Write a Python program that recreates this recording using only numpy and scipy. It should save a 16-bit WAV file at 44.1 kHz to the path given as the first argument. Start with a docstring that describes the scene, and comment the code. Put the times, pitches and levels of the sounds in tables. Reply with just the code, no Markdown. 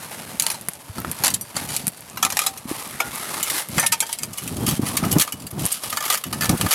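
"""Outdoors on paving slabs, one microphone held close above a bent, rusty strip of shell-crusted metal.
The strip is dragged, turned over and set down. Its edges catch and knock, and each part that touches
the stone rings with its own modes. Grit grinds under it, shell and rust snap off, a loose piece tinkles.
Gusts buffet the microphone, with faint open air behind."""
import sys
import numpy as np
from scipy import signal
from scipy.fft import rfft, irfft, next_fast_len
from scipy.io import wavfile
from scipy.ndimage import uniform_filter1d

SR = 44100
rng = np.random.default_rng(int(sys.argv[2]) if len(sys.argv) > 2 else 0)


def pcm_store(signal):
    """Save signal as 16-bit PCM."""
    levels = np.round(np.clip(np.atleast_2d(signal), -1, 1) * 32767)
    wavfile.write(sys.argv[1], SR, levels.astype(np.int16).T)


N = 297234

# Levels in the tables are relative; each source sets its own gain.
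# spectrum of the open air behind the strip: frequency_hz, density_db
AIR_SPECTRUM = [(40, -13), (120, -20), (300, 3), (600, 10), (1400, -4), (2500, -35), (11000, -34),
                (16000, -41)]
# spectrum of turbulence at the microphone: frequency_hz, density_db
RUMBLE_SPECTRUM = [(25, -30), (55, -10), (110, -0.5), (180, 0.5), (265, -3), (345, -9), (560, -24),
                   (1100, -35.5), (2000, -86)]
# spectrum of the flutter in strong gusts: frequency_hz, density_db
FLUTTER_SPECTRUM = [(200, -36), (450, -9), (800, -8), (1500, -19), (3000, -33)]
# gusts build up and collapse: start_s, length_s, level_db, growth_db
GUSTS = [(-0.05, 0.67, -44.5, -4), (0.958, 0.16, -34, -2), (1.2, 0.24, -37, -9), (1.546, 0.3, -36, -5.5),
         (2.13, 0.22, -41.5, -3), (2.66, 0.76, -44.5, 4.5), (3.688, 0.1, -33, 2), (3.797, 0.12, -36.5, 0),
         (4.2, 0.15, -40.5, -10), (4.418, 0.32, -26.5, 11.5), (4.77, 0.3, -29, -10),
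         (5.026, 0.16, -20, 2.5), (5.331, 0.18, -38.5, -5), (5.526, 0.12, -27.5, 4.5),
         (5.83, 0.22, -48, -13), (6.257, 0.3, -32, -7), (6.484, 0.064, -19, -2), (6.595, 0.07, -25, 10.5)]
# single eddies thump the microphone: start_s, level_db, pitch_hz
BUFFETS = [(0.683, -25, 164), (0.894, -20.5, 96.9), (0.982, -16, 196), (1.335, -19, 119),
           (1.874, -13.5, 175), (2.654, -16.5, 232), (2.713, -8.5, 310), (3.774, -8.5, 169),
           (4.794, -3, 250), (5.164, -1, 252), (6.497, -8, 190)]
# a small loose piece of metal tinkles: start_s, level_db
TINKS = [(0.516, -25), (1.4111, -24.5)]
# modes of that piece: pitch_hz, level_db, t60_s
SHARD_MODES = [(4700, -16, 0.12), (5900, -7, 0.093), (7181, -7, 0.055), (8296, -9, .07), (8700, -5, 0.13),
               (10190, -0.5, 0.088), (10400, -6, .06), (11800, -7, .05), (12207, 0, 0.067)]
# brittle shell and rust snap, and flakes tap the stone: start_s, level_db, pitch_hz
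SNAPS = [(0.612, -34, 9900.0), (0.686, -20, 10000), (0.686, -30.5, 1740), (0.7347, -34, 8960),
         (1.002, -32, 12400.0), (1.0476, -24.5, 1300.0), (1.115, -22.5, 9700), (1.1877, -39, 9600.0),
         (1.2395, -25, 800), (1.869, -19, 10300), (1.88, -18, 9300), (1.9742, -44.5, 9200),
         (2.099, -39.5, 7500), (3.6874, -32.5, 11100), (5.513, -33, 10900), (5.6543, -19, 8800),
         (5.6636, -19, 10900)]
# modes of the five parts of the strip: pitch_hz, level_db, t60_s
TIP = [(688, -2.5, 0.16), (914, 8, 0.033), (1313, -0.5, 0.089), (1965, -51, 0.035), (2990, -1, 0.035),
       (4140, 7.5, 0.031), (4560, 10.5, 0.018), (6960, 8, 0.019), (8900, -11, 0.09), (10420, 10.5, 0.019),
       (12000, -16, 0.036)]
EDGE = [(778, -8.5, 0.27), (1220, -0.5, 0.069), (1308, -5, 0.073), (2390, -13, 0.061), (2490, -7, 0.032),
        (3390, -16, 0.046), (3940, -7.5, 0.044), (4240, -16, 0.12), (5100, -11, 0.032), (5300, -14, 0.074),
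        (6800, -25, 0.045), (7000, -31, 0.061), (10930, -9, 0.043), (12200, 0, 0.034)]
BEND = [(368, 5, 0.52), (813, -2, 0.32), (1250, 6, 0.017), (1420, 0, 0.26), (2160, 10.5, .014),
        (2300, -8, 0.12), (2720, -11, 0.14), (2930, 1, 0.1), (4240, 0, 0.016)]
BLADE = [(595, -3, 0.44), (799, -6, 0.078), (914, 5, 0.087), (1240, 5, 0.04), (1800, -1, 0.37),
         (1940, -15, 0.16), (2170, -1, 0.17), (3230, 8, 0.098), (4000, -1, 0.063), (4790, 8.5, 0.037),
         (6000, 3, 0.044), (6740, -18.5, .06), (7600, 6.5, 0.051), (8640, 1, 0.051), (10750, 11, 0.031),
         (10900, -9, 0.036)]
HEEL = [(866, -18, 0.25), (1212, 4.5, 0.053), (1300, 0, 0.024), (1743, -5, 0.14), (2950, -5, 0.1),
        (3238, -3, 0.032), (4600, 0, 0.028), (6100, -37, .05), (9380, -0.5, 0.022), (11160, 1.5, 0.038)]
# the part on the ground, whose crust softens knocks above top_hz: start_s, end_s, modes, top_hz
TOUCHING = [(0, 2.1, TIP, 12600), (2.1, 2.9, EDGE, 12000), (2.9, 3.7, BEND, 13500),
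            (3.7, 4.3, BLADE, 12500), (4.3, 6.8, HEEL, 14000)]
# spectrum of grit dragged over stone: frequency_hz, gain_db
GRIT_SPECTRUM = [(150, -8.5), (400, 0.5), (750, 4), (1300, 3), (2200, 0), (3500, -5.5), (7000, -9),
                 (11000, -3.5), (13000, -10), (16000, -25)]
# the strip is hauled in pulls: start_s, length_s, rasp_db, hiss_db, growth_db
PULLS = [(-0.05, 0.6, -38.5, -40.5, -2.5), (0.95, 0.35, -37, -38.5, 9.5), (1.554, 0.14, -34, -34.5, -12),
         (1.727, 0.14, -38.5, -34.5, -14.5), (2.289, 0.19, -39.5, -35.5, 3), (2.683, 0.37, -35.5, -35, -9),
         (3.046, 0.38, -34.5, -34, 5), (3.442, 0.16, -32.5, -28.5, 3.5), (3.669, 0.14, -37, -32.5, 14),
         (4.061, .1, -60, -38, -2), (4.36, 0.25, -52, -40, -1), (4.616, 0.13, -40, -34, 3),
         (4.822, 0.44, -37, -36.5, -1.5), (5.587, 0.18, -40.5, -31.5, -1.5),
         (5.822, 0.13, -38.5, -33.5, -2), (6.049, 0.097, -32, -28.5, -1), (6.34, 0.44, -36, -36, 8.5)]
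# an edge judders over the stone in a run of catches: start_s, length_s, level_db, brightness_db
SKIDS = [(0.434, 0.13, -32, 0.5), (1.2373, .05, -18.5, 7.5), (1.688, 0.082, -32, 7), (4.665, .055, -25, 8),
         (5.1974, 0.03, -20, 11.5), (6.005, 0.09, -28.5, -1.5), (6.126, .035, -24, 2.5),
         (6.4095, 0.058, -24, 0.5), (6.7092, 0.032, -20.5, 7.5)]
# the strip knocks on the paving: start_s, contact_s, level_db, brightness_db
KNOCKS = [(0.398, 0.00035, -19.5, 19), (0.4224, 0.00073, -26.5, 23), (0.4655, 0.00044, -21, 10),
          (0.5016, 0.0034, -25, 9), (0.9826, 0.00089, -35, -7), (1.3007, .009, -29.5, 15),
          (1.3395, 0.0058, -23.5, 25), (1.563, 0.0087, -23, 3.5), (1.7643, .0006, -26, 24),
          (2.172, 0.005, -30, -2), (2.2258, 0.0096, -16, -0.5), (2.2498, 0.0015, -18.5, 6),
          (2.2649, 0.0018, -30.5, -10), (2.3026, .0014, -27.5, 5), (2.323, 0.0033, -27, 3),
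          (2.3698, 0.0015, -20.5, 2), (2.391, .001, -18.5, 4.5), (2.4164, 0.0044, -25.5, -1),
          (2.4361, 0.0064, -31, 0), (2.4639, 0.0046, -18.5, 8), (2.573, 0.0098, -37, 16),
          (3.0015, 0.0075, -21.5, -8), (3.429, 0.0051, -25, 25), (3.4991, 0.0052, -23.5, 12),
          (3.78, 0.0079, -20, -6.5), (3.796, 0.0033, -26.5, 40), (3.8235, 0.026, -25.5, -9.5),
          (3.862, 0.0079, -19, 20), (3.9191, 0.017, -15.5, 5.5), (4.004, 0.0031, -20, 19),
          (4.0232, 0.0096, -27, -3.5), (4.0917, 0.004, -34, -3.5), (4.1283, 0.0015, -26.5, 20),
          (4.1867, 0.0032, -32.5, 16), (4.2331, 0.0022, -26.5, 12), (4.332, 0.0058, -37, 17),
          (4.3828, 0.0032, -30, 14), (4.4762, 0.006, -33, 18), (4.861, 0.019, -27, 8),
          (4.9684, 0.007, -20.5, 10.5), (5.037, 0.0026, -34, -15), (5.1113, 0.0068, -25.5, 20),
          (5.127, 0.0023, -28, 34), (5.1844, .0005, -26, 21), (5.277, 0.0023, -33.5, -8),
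          (5.3226, .0037, -28.5, 12), (5.4671, .006, -35.5, 16), (5.7164, 0.013, -30.5, 47),
          (5.9252, 0.0072, -27.5, -5), (5.971, 0.0043, -22.5, -1), (6.1005, 0.004, -17.5, 2.5),
          (6.2386, 0.0037, -28, 3.5), (6.327, .005, -25.5, 0.5), (6.4934, 0.0035, -20, 5),
          (6.612, 0.0014, -20.5, 4), (6.6634, 0.00067, -27.5, -8)]
# bands of a knock's body, bite and crack: low_hz, high_hz
KNOCK_BANDS = [(540, 2200), (2200, 6500), (6500, 16000)]
# share of a knock's brightness given to each band: body_share, bite_share, crack_share
BRIGHTNESS_SHARES = [-0.74, 0.02, 0.29]

RING_SAMPLES = 8000
SWELL_TIMES_S = np.linspace(0, N / SR, 3400)  # coarse time grid for gusts and pulls


def from_db(db):
    """Decibels to gain."""
    return 10 ** (np.asarray(db) / 20)


def rms_one(x):
    """Scale to rms 1."""
    return x / np.sqrt(np.mean(x ** 2) + 1e-20)


def energy_one(x):
    """Scale to a total energy of 1."""
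    return x / np.sqrt(np.sum(x ** 2) + 1e-20)


def level_curve(power):
    """Power on the coarse time grid to a level in dB at every sample."""
    return 10 * np.log10(np.interp(np.arange(N) / SR, SWELL_TIMES_S, power))


def add(out, start_s, sound):
    """Mix a sound in at start_s."""
    start = max(round(start_s * SR), 0)
    out[start:start + len(sound)] += sound[:max(N - start, 0)]


def filtered(x, hz, kind, order=2):
    """Butterworth filter."""
    return signal.sosfilt(signal.butter(order, hz, kind, fs=SR, output="sos"), x)


def coloured(x, spectrum):
    """Shape a steady sound with a smooth spectrum; rms 1."""
    hz, db = np.transpose(spectrum)
    size = next_fast_len(N)
    bins_hz = np.maximum(np.arange(size // 2 + 1) * SR / size, 1)
    gain = from_db(np.interp(np.log(bins_hz), np.log(hz), db))
    return rms_one(irfft(rfft(x, size) * gain, size)[:N])


def drift(per_s):
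    """A random wander through per_s values a second; rms 1."""
    knots = rng.standard_normal(4000)
    return rms_one(np.interp(np.arange(N) / SR * per_s, np.arange(len(knots)), knots))


def decay(t60):
    """An exponential fall of 60 dB in t60 seconds."""
    return np.exp(-np.log(1000) * np.arange(RING_SAMPLES) / SR / t60)


def mode(hz, t60):
    """One struck mode: a dying sine."""
    return np.sin(2 * np.pi * hz * np.arange(RING_SAMPLES) / SR) * decay(t60)


def swell(start_s, length_s, growth_db, attack_s, release_s):
    """Gain of one gust or pull: it sets in, grows or fades steadily, then dies away."""
    t = SWELL_TIMES_S - start_s
    attack = np.clip(0.5 + t / attack_s, 0, 1)
    release = np.exp(-np.clip((t - length_s) / release_s, 0, 20))
    return attack * release * from_db(growth_db * (np.clip(t / length_s, 0, 1) - 0.5))


def open_air(level_db=-53):
    """The faint, steady hush of outdoors, behind everything else."""
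    return from_db(level_db) * coloured(rng.standard_normal(N), AIR_SPECTRUM)


def wind_level(breeze_db=-50):
    """Relative level in dB of gusts over a light breeze that always touches the microphone."""
    power = from_db(breeze_db) ** 2
    for start_s, length_s, db, growth_db in GUSTS:
        gust = from_db(db) * swell(start_s, length_s, growth_db, attack_s=0.01, release_s=0.014)
        power = power + gust ** 2
    return level_curve(power)


def wind(gain_db=-1.5, lump_db=3.5, flutter_db=-10.5, buffet_gain_db=1, buffet_cycles=6.8):
    """Lumpy turbulence right on the microphone, brighter in gusts; eddies swing it for a few cycles."""
    wind_db = wind_level()
    rumble = coloured(rng.standard_normal(N), RUMBLE_SPECTRUM)
    rumble /= np.sqrt(uniform_filter1d(rumble ** 2, size=1100))  # even, so lump_db sets the lumps
    strength = from_db(wind_db - wind_db.max())
    flutter = from_db(flutter_db) * strength ** 0.22 * coloured(rng.standard_normal(N), FLUTTER_SPECTRUM)
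    out = from_db(wind_db + gain_db + lump_db * drift(per_s=60)) * (rumble + flutter)
    for start_s, db, hz in BUFFETS:
        onset = 1 - decay(2 / hz)
        add(out, start_s, from_db(db + buffet_gain_db) * onset * mode(hz, t60=buffet_cycles / hz))
    return out


def tinks():
    """A small loose piece of metal rings high and clean."""
    out = np.zeros(N)
    ring = sum(from_db(db) * mode(hz, t60) for hz, db, t60 in SHARD_MODES)
    for start_s, db in TINKS:
        add(out, start_s, from_db(db) * ring)
    return out


def snaps(crackle_db=-2.5, broad_db=-8.5, top_hz=13000):
    """A flake breaks with a short ping at its own pitch; the crust around it crackles on briefly."""
    out = np.zeros(N)
    for start_s, db, hz in SNAPS:
        crumble = rng.standard_normal(RING_SAMPLES) * decay(t60=0.035)
        ping = energy_one(mode(hz, t60=0.0016))
        crackle = from_db(crackle_db) * energy_one(filtered(crumble, [hz / 1.13, hz * 1.37], "band"))
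        broad = from_db(broad_db) * energy_one(crumble)
        snap = filtered(ping + crackle + broad, top_hz, "low", order=4)
        add(out, start_s, from_db(db) * energy_one(snap))
    return np.sqrt(SR / 100) * out  # levels count as energy spread over 10 ms


def touching(time_s):
    """Modes and top_hz of the part of the strip that lies on the ground at time_s."""
    return next(part for _, end_s, *part in TOUCHING if time_s < end_s)


def ringing(modes, spread_db, wander=7.9):
    """The clear modes of a part of the strip; every point of contact weights them differently."""
    out = 0
    for hz, db, t60 in modes:
        # as the strip flexes, its high, strongly damped modes shift the most
        shift_hz = wander * (hz / 10000) ** 2 / t60 * rng.standard_normal()
        weight = from_db(db + spread_db * rng.standard_normal()) * rng.choice([-1, 1])
        out = out + weight * energy_one(mode(hz + shift_hz, t60))
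    return energy_one(out)


def hauling(creep_db=-45.5, uneven_db=0.82):
    """Levels of rasp and hiss in dB: uneven pulls, with a slow creep over the grit between them."""
    rasp_power = hiss_power = from_db(creep_db) ** 2
    for start_s, length_s, rasp_db, hiss_db, growth_db in PULLS:
        effort = swell(start_s, length_s, growth_db, attack_s=0.028, release_s=0.037)
        rasp_power = rasp_power + (from_db(rasp_db) * effort) ** 2
        hiss_power = hiss_power + (from_db(hiss_db) * effort) ** 2
    waver_db = uneven_db * drift(per_s=14)
    return level_curve(rasp_power) + waver_db, level_curve(hiss_power) + waver_db


def grains(per_s, size_db, judder_db):
    """Sand and shell crumbs break at random, in clumps as the strip sticks and slips."""
    sizes = from_db(size_db * np.minimum(rng.exponential(1, N), 5)) * rng.choice([-1, 1], N)
    breaks = rng.random(N) < per_s / SR
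    return rms_one(sizes * breaks * from_db(judder_db * drift(per_s=110)))


def rubbed_metal(grit, step_s=0.1, pressed_t60=0.02, damp_hz=4200):
    """Grit shakes the strip's modes as the contact slides; the ground stops long and high rings."""
    out = np.zeros(N)
    for start_s in np.arange(0, N / SR, step_s):
        modes, _ = touching(start_s)
        pressed = [(hz, db, min(t60, pressed_t60)) for hz, db, t60 in modes]
        force = grit[round(start_s * SR):round((start_s + step_s) * SR)]
        add(out, start_s, signal.fftconvolve(force, ringing(pressed, spread_db=4.5)))
    return filtered(out, damp_hz, "low")


def scrape(crumbs_db=-0.5, crumble_s=0.0018, metal_db=-8.5, split_hz=3000, rasp_gain_db=-2, ticks_db=-9):
    """Grit crackles on the stone just below the microphone; the grains crumble and shake the strip."""
    grit = grains(per_s=9000, size_db=4.5, judder_db=1.52)
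    crumble_power = signal.lfilter([1], [1, -np.exp(-1 / (crumble_s * SR))], grit ** 2)
    crumbs = from_db(crumbs_db) * rms_one(np.sqrt(crumble_power) * rng.standard_normal(N))
    grinding = coloured(grit + crumbs + from_db(metal_db) * rubbed_metal(grit), GRIT_SPECTRUM)
    rasp_db, hiss_db = hauling()
    rasp = from_db(rasp_db + rasp_gain_db) * rms_one(filtered(grinding, split_hz, "low", order=3))
    hiss = from_db(hiss_db) * rms_one(filtered(grinding, split_hz, "high", order=3))
    large_grains = grains(per_s=130, size_db=3, judder_db=3)  # each bursts with a bright tick
    ticks = from_db(hiss_db + ticks_db) * rms_one(filtered(large_grains, [8000, 13000], "band"))
    return rasp + hiss + ticks


def snags(count=30, from_s=4.06, contact_s=0.0056, over_hiss_db=1, spread_db=2):
    """Knock rows: with the crusted side down, shells snag at random, as hard as the strip is grinding."""
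    _, hiss_db = hauling()
    gap_s = (N / SR - from_s) / count
    times_s = from_s + gap_s * (np.arange(count) + rng.random(count))
    rows = []
    for start_s, (strong, bright) in zip(times_s, rng.standard_normal((count, 2))):
        level_db = hiss_db[int(start_s * SR)] + over_hiss_db + spread_db * strong
        brightness_db = 14 + 4 * bright
        rows.append((start_s, contact_s, level_db, brightness_db))
    return rows


def catches(count=5, jitter=0.15, contact_share=0.38, loss_db=0.64, spread_db=0.5):
    """Knock rows: each skid breaks into a run of unevenly spaced, weakening catches."""
    rows = []
    for start_s, length_s, db, brightness_db in SKIDS:
        gap_s = length_s / count
        for k, (late, strong) in enumerate(rng.standard_normal((count, 2))):
            catch_s = start_s + gap_s * (k + jitter * late * (k > 0))
            level_db = db - loss_db * k + spread_db * strong
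            rows.append((catch_s, contact_share * gap_s, level_db, brightness_db))
    return rows


def contact_force(contact_s, slips_per_s=3200, bite=3.55, glancing_s=0.0034, swell_share=0.12):
    """An edge bites, then skids in a burst of tiny slips; a glancing contact bites less and swells."""
    samples = 1800
    progress = np.arange(samples) / SR / contact_s
    slips = (rng.random(samples) < slips_per_s / SR) * rng.standard_normal(samples)
    force = slips * (1 - np.exp(-progress / swell_share)) * np.exp(-progress ** 2)
    force[0] = bite / (1 + (contact_s / glancing_s) ** 2)
    return force


def strip_response(modes, click_db=-4, crunch_db=-2, modes_db=-1):
    """One tap on the strip: a click, crumbling crust, a wash of dense rust-damped modes, clear modes."""
    crust_noise, high_noise, low_noise = rng.standard_normal((3, RING_SAMPLES))
    high_wash = filtered(high_noise, 1600, "high") * decay(t60=0.072)
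    low_wash = filtered(low_noise, 3100, "low") * decay(t60=0.094)
    ring = from_db(modes_db) * ringing(modes, spread_db=5)
    crunch = from_db(crunch_db) * energy_one(crust_noise * decay(t60=0.0031))
    out = energy_one(high_wash + low_wash) + ring + crunch
    out[0] += from_db(click_db)
    return out


def knocks(gain_db=0.5):
    """Close up, each knock, catch and snag rings the part of the strip that touches the paving."""
    out = np.zeros(N)
    for start_s, contact_s, level_db, brightness_db in KNOCKS + catches() + snags():
        modes, top_hz = touching(start_s)
        hit = signal.fftconvolve(contact_force(contact_s), strip_response(modes))
        softened = filtered(hit, top_hz, "low", order=4)
        for band_hz, share in zip(KNOCK_BANDS, BRIGHTNESS_SHARES):
            band = energy_one(filtered(softened, band_hz, "band", order=3))
            add(out, start_s, from_db(level_db + share * brightness_db) * band)
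    return from_db(gain_db) * np.sqrt(SR / 100) * out  # levels count as energy spread over 10 ms


def scene():
    """Open air, wind and the strip at one microphone held close above the paving."""
    return (open_air() + wind() + scrape() + tinks() + knocks() + snaps())[None]


def record(dry, low_cut_hz=50, high_cut_hz=15900):
    """The microphone chain: a low cut against rumble, gently rounded peaks and a steep high cut."""
    low_cut = filtered(dry, low_cut_hz, "high", order=3)
    rounded = 1.367 * np.tanh(low_cut / 1.428)
    return signal.sosfilt(signal.ellip(10, 0.2, 80, high_cut_hz, fs=SR, output="sos"), rounded)


dry = scene()
out = record(dry)
pcm_store(out)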